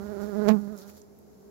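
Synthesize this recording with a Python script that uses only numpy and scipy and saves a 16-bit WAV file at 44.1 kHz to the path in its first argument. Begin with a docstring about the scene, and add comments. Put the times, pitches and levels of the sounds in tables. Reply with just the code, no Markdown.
"""Bee brushing a microphone.

A large bee hovers at the right microphone, each wingbeat a pressure pulse with a puff of air noise.
It brushes past so closely that a few beats slap like a knock, then flies off. More bees hum in the
undergrowth. Dry leaves rustle and tick and a stalk cracks, over faint forest hiss and low rumble."""
import sys
import numpy as np
from scipy import signal
from scipy.fft import rfft, irfft
from scipy.io import wavfile
from scipy.ndimage import uniform_filter1d

SR = 44100
rng = np.random.default_rng(int(sys.argv[2]) if len(sys.argv) > 2 else 0)


def wrap_up_sound(samples):
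    """Save the sound to the file named by the first command line argument, as 16-bit audio."""
    columns = np.atleast_2d(samples).T
    # keep every value between -1 and 1, then stretch to whole-number steps
    tamed = np.clip(columns, -1, 1)
    steps = np.round(tamed * 32767).astype(np.int16)
    wavfile.write(sys.argv[1], SR, steps)


N = 66150

# Noise spectra. Each row: frequency in Hz, relative density in dB.
FOREST_SPECTRUM = [(25, -38), (50, -9), (75, -5), (120, -3), (350, -1), (600, -5), (1200, -18.5),
                   (2000, -25.5), (3400, -31), (5500, -25), (9500, -26), (12500, -27), (15500, -35)]
LEAF_SPECTRUM = [(1000, -0.5), (2800, -7.5), (4200, 1), (6500, 2.5), (13000, 0), (15500, -6)]
STALK_SPECTRUM = [(700, 4), (2200, 4), (3200, -3), (15000, 0.5)]
FLUTTER_SPECTRUM = [(70, -4.5), (130, 10), (400, -4), (1200, -0.5), (2500, -6), (5000, -19), (10000, -28)]
WING_AIR_SPECTRUM = [(80, 5.5), (300, 9), (900, 2), (1600, -3.5), (2800, -15), (5000, -17.5),
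                     (11000, -17.5), (15500, -25)]
# Envelopes. Each row: time in seconds, level in dB.
SWARM_ENVELOPE = [(0, -50.5), (.1, -48), (.6, -54), (.9, -52), (1.1, -62), (1.5, -57.5)]
RUSTLE_ENVELOPE = [(.2, -60.5), (.22, -52.5), (.3, -57.5), (.55, -60), (.745, -63), (.785, -54),
                   (.825, -53.5), (.85, -61.5), (.89, -51.5), (.93, -60.5), (.98, -53.5), (1.01, -62.5),
                   (1.1, -83), (1.34, -72)]
# Harmonic weights. Each row: frequency in Hz, gain in dB.
SWARM_SPECTRUM = [(200, -2.5), (400, -2.5), (600, -13), (800, -17.5), (1300, -21.5), (1700, -30),
                  (2400, -42)]
BUZZ_SPECTRUM = [(800, -2.5), (1020, -5), (1220, -4), (1430, -1.5), (1650, -7.5), (2000, -19.5),
                 (2800, -32.5), (4500, -24.5), (7000, -37)]
# Far bee circling. Each row: time in seconds, levels of harmonics 1 and 2 in dB.
FAR_LEVELS = [(.98, -66, -65.5), (1.04, -60, -54.5), (1.08, -64, -71), (1.108, -66, -52.5),
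              (1.14, -80, -69), (1.19, -54.5, -72.5), (1.246, -71, -67), (1.33, -60.5, -58.5),
              (1.38, -56, -71), (1.45, -61, -55.5), (1.5, -71, -52.5)]
# Leaf ticks and scrapes. Each row: start in seconds, level in dB, centre in Hz,
# left minus right in dB, decay in seconds.
LEAF_TICKS = [(.767, -45, 11000, -5, 0.00081), (.7768, -43, 6900, -6, 0.0024),
              (0.785, -39.5, 11400, -1, 0.001), (.788, -47, 6060, -5, 0.0023),
              (.810, -47, 8900, -4, 0.0018), (0.816, -53, 4414, 2, 0.023),
              (1.0171, -47.5, 6200, -7, 0.0018), (1.188, -51, 11400, -7.5, 0.0027)]
# Stalk cracking twice. Each row: start in seconds, level in dB, left minus right in dB.
STALK_CRACKS = [(0.8932, -47, -8), (0.898, -45, 1)]
# Strokes around the brush. Each row: time and width in seconds, gain in dB, centre in Hz.
WING_RASPS = [(0.461, 0.0073, -3, 1100), (0.507, 0.011, -4.5, 1490)]
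# Near bee turning and passing. Each row: time in seconds, gains in dB of harmonics 1, 2, 3 and the rest.
NEAR_GAINS = [(0.012, -36, -41, -48.5, -49.5), (0.108, -36, -37.5, -40, -46.5),
              (0.148, -40.5, -36, -41.5, -48), (0.235, -30.5, -34.5, -40, -44.5),
              (0.315, -36, -34.5, -44.5, -50), (0.387, -24, -28.5, -32, -42), (0.435, -28, -25.5, -38, -41),
              (0.475, -22, -22.5, -26.5, -34.5), (0.491, -16, -15.5, -18.5, -27.5),
              (0.507, -12.5, -33, -24, -30.5), (0.515, -13, -26, -36, -35), (0.539, -17, -26.5, -38.5, -41),
              (0.595, -27.5, -43.5, -58, -52), (0.635, -31.5, -45, -49, -55), (0.73, -35, -43, -46.5, -55),
              (0.802, -49, -52.5, -56.5, -59), (0.89, -43.5, -55.5, -53.5, -57),
              (1.0, -49, -54.5, -62, -68)]
# Near bee's pitch. Each row: time in seconds, wingbeat rate in Hz.
WINGBEAT_RATE = [(0.012, 196.7), (0.068, 207.4), (0.084, 203.3), (0.116, 216.4), (0.14, 196.7),
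                 (0.156, 206.5), (0.172, 190.6), (0.204, 209), (0.22, 196), (0.235, 209.5), (0.259, 202.5),
                 (0.283, 212.8), (0.347, 192.3), (0.371, 213.7), (0.411, 201.9), (0.427, 216.8),
                 (0.459, 200.4), (0.475, 202.5), (0.491, 222.2), (0.507, 209.4), (0.528, 218.7),
                 (0.555, 208.8), (0.571, 195.6), (0.603, 208.5), (0.674, 199), (0.714, 218.1),
                 (0.802, 182.1), (0.826, 198.6), (0.938, 206.8)]
# Microphone response. Each row: frequency in Hz, gain in dB.
MIC_RESPONSE = [(20, -12), (55, 1), (2000, -2.5), (3100, -3.5), (3900, -2), (7300, -1.5), (8200, -12.5),
                (9200, -10), (10500, -3.5), (15700, 2)]

BRUSH_S = 0.4882


def undb(db):
    """Decibels to gain."""
    return 10 ** (np.asarray(db) / 20)


def unit(x):
    """Scale to an rms of 1."""
    return x / np.sqrt(np.mean(x ** 2) + 1e-30)


def times():
    """Sample times in seconds."""
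    return np.arange(N) / SR


def curve(table):
    """Each value column, interpolated linearly in time."""
    rows = np.array(table, float)
    return [np.interp(times(), rows[:, 0], col) for col in rows.T[1:]]


def gain_at(hz, spectrum):
    """Gain of a (Hz, dB) spectrum at given frequencies."""
    points_hz, db = np.array(spectrum, float).T
    return undb(np.interp(np.log(np.maximum(hz, 1)), np.log(points_hz), db))


def colour(x, spectrum):
    """Filter by a (Hz, dB) spectrum."""
    bins_hz = np.arange(N + 1) * SR / (2 * N)
    return irfft(rfft(x, 2 * N) * gain_at(bins_hz, spectrum))[..., :N]


def bell(x, hz, octaves):
    """Band-pass, Gaussian in log frequency."""
    bins_hz = np.maximum(np.arange(N // 2 + 1) * SR / N, 1)
    return irfft(rfft(x) * np.exp(-.5 * (np.log2(bins_hz / hz) / octaves) ** 2), N)


def band_noise(hz, octaves):
    """Stereo noise in a bell-shaped band, rms 1."""
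    return unit(bell(rng.standard_normal((2, N)), hz, octaves))


def walk(rate_hz):
    """Smooth random motion, rms 1."""
    hold = max(int(SR / rate_hz), 1)
    steps = rng.standard_normal(N)[np.arange(N) // hold]
    return unit(uniform_filter1d(uniform_filter1d(steps, hold), hold))


def pan(db):
    """Stereo gains for a left minus right level."""
    return undb(np.array([[db], [-db]]) / 2)


def swell(centre_s, width_s):
    """Gaussian envelope."""
    return np.exp(-.5 * ((times() - centre_s) / width_s) ** 2)


def snap(start_s, decay_s):
    """Instant attack, exponential decay."""
    age_s = times() - start_s
    return (age_s >= 0) * np.exp(-np.maximum(age_s, 0) / decay_s)


def forest_hiss(level_db=-56):
    """Steady, faint forest noise."""
    return undb(level_db) * unit(colour(rng.standard_normal((2, N)), FOREST_SPECTRUM))


def handling_rumble(start_db=-50, fade_db_per_s=12, left_db=-9):
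    """Low rumble of the hand-held microphone, settling."""
    envelope = undb(start_db - fade_db_per_s * times())
    return band_noise(hz=70, octaves=0.29) * envelope * undb([[left_db], [0]])


def swarm(count=4, centre_hz=206.7, spread=0.055, wander=0.032, fading_db=4):
    """Distant bees on wandering pitches; each harmonic fades independently at each microphone."""
    hum = np.zeros((2, N))
    for offset in np.linspace(-1, 1, count):
        hz = centre_hz * (1 + spread * offset)
        beats = np.cumsum(hz * (1 + wander * walk(14))) / SR
        for k in range(1, 11):
            for channel in hum:
                gain = gain_at(k * hz, SWARM_SPECTRUM) * undb(fading_db * walk(16))
                channel += gain * np.sin(2 * np.pi * (k * beats + rng.random()))
    return unit(hum) * undb(curve(SWARM_ENVELOPE)[0])


def far_bee(hz=205, wander=0.025, left_lead_s=0.0005):
    """A bee circling farther off: two harmonics swell in turn, reaching the left microphone first."""
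    beats = np.cumsum(hz * (1 + wander * walk(25))) / SR
    beats = beats + hz * np.array([[left_lead_s], [0]])
    harmonics = [undb(db) * np.sin(2 * np.pi * k * beats) for k, db in enumerate(curve(FAR_LEVELS), 1)]
    return np.sqrt(2) * sum(harmonics)


def leaves(grains_per_s=4500):
    """Stirred dry leaves: dense tiny crackles, plus single ticks and scrapes."""
    grains = (rng.random(N) < grains_per_s / SR) * rng.standard_normal((2, N))
    rustle = unit(colour(grains, LEAF_SPECTRUM)) * undb(curve(RUSTLE_ENVELOPE)[0]) * pan(db=-2)
    for start_s, db, hz, pan_db, decay_s in LEAF_TICKS:
        rustle += undb(db) * pan(pan_db) * snap(start_s, decay_s) * band_noise(hz, octaves=0.38)
    return rustle


def stalk(decay_s=0.004):
    """A dry stalk cracks in two broadband bursts."""
    cracks = np.zeros((2, N))
    for start_s, db, pan_db in STALK_CRACKS:
        noise = unit(colour(rng.standard_normal((2, N)), STALK_SPECTRUM))
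        cracks += undb(db) * pan(pan_db) * snap(start_s, decay_s) * noise
    return cracks


def air_puffs(beats, spectrum, decay_cycles):
    """Air torn by the wings: one decaying noise puff per beat, rms 1 overall."""
    puffs = rng.standard_normal(N) * np.exp(-(beats % 1) / decay_cycles)
    return unit(colour(puffs, spectrum))


def wing_brush(beats, slap_gain_db=10.5, slap_cutoff_hz=1304, flutter_db=-30):
    """Strokes rasp near the microphone port, hit it as suction snapping into a push, then flutter away."""
    strokes = np.diff(np.floor(beats), prepend=np.floor(beats[0]))
    rasp = sum(undb(db) * bell(strokes * swell(at_s, width_s), hz, octaves=0.66)
               for at_s, width_s, db, hz in WING_RASPS)
    closest = strokes * swell(BRUSH_S, width_s=0.0043)
    lowpass = signal.butter(1, slap_cutoff_hz, fs=SR)
    push = signal.lfilter(*lowpass, closest)
    suction = signal.lfilter(*lowpass, closest[::-1])[::-1]  # builds up ahead of each stroke
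    slaps = undb(slap_gain_db) * (push - suction) / 2
    flutter = air_puffs(beats, FLUTTER_SPECTRUM, decay_cycles=0.26)
    return rasp + slaps + undb(flutter_db) * flutter * swell(centre_s=0.4984, width_s=0.015)


def wing_tone(beats, hz, low_db, upper_db):
    """Rounded pressure sawtooth: three strong harmonics and a flickering buzz, rounder at the pass."""
    low_trim_db, buzz_trim_db = 1, -3
    flicker_db, shimmer_db = 3.03, 1.05
    tilt_db_per_octave, pivot_hz = -17, 1130
    tone = sum(undb(db + low_trim_db) * np.sin(2 * np.pi * k * beats) for k, db in enumerate(low_db, 1))
    nearness = swell(centre_s=0.532, width_s=0.041)
    for k in range(4, 34):
        tilt_db = tilt_db_per_octave * nearness * np.minimum(np.log2(k * hz / pivot_hz), 1)
        gain = undb(upper_db + buzz_trim_db + tilt_db + flicker_db * walk(70.3))
        tone += gain * gain_at(k * hz, BUZZ_SPECTRUM) * np.sin(2 * np.pi * k * beats)
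    return np.sqrt(2) * tone * undb(shimmer_db * walk(150))


def near_bee(jitter=0.005, leave_s=0.85, leave_db_per_s=34.5):
    """Wing tone, air puffs and the brush; only the right microphone is near enough to catch them."""
    air_db, air_follow, upper_ref_db = -50, 0.76, -52.5
    *low_db, upper_db = curve(NEAR_GAINS)
    hz = curve(WINGBEAT_RATE)[0] * (1 + jitter * walk(120))
    beats = np.cumsum(hz) / SR
    beats -= np.interp(BRUSH_S, times(), beats)  # one stroke lands exactly on the brush
    tone = wing_tone(beats, hz, low_db, upper_db)
    air = air_puffs(beats, WING_AIR_SPECTRUM, decay_cycles=1)
    air *= undb(air_db + air_follow * (upper_db - upper_ref_db))
    leaving = undb(-leave_db_per_s * np.maximum(times() - leave_s, 0))
    return np.array([np.zeros(N), tone + air + wing_brush(beats)]) * leaving


def scene():
    """Stereo mix of bees, undergrowth and background."""
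    return near_bee() + far_bee() + swarm() + leaves() + stalk() + forest_hiss() + handling_rumble()


def record(dry):
    """Microphone: deep bass loss, two treble dips, steep top cut."""
    cutoff_hz = 15750
    lowpass = signal.ellip(10, .1, 80, cutoff_hz, fs=SR, output="sos")
    return signal.sosfilt(lowpass, colour(dry, MIC_RESPONSE))


dry = scene()
out = record(dry)
wrap_up_sound(out)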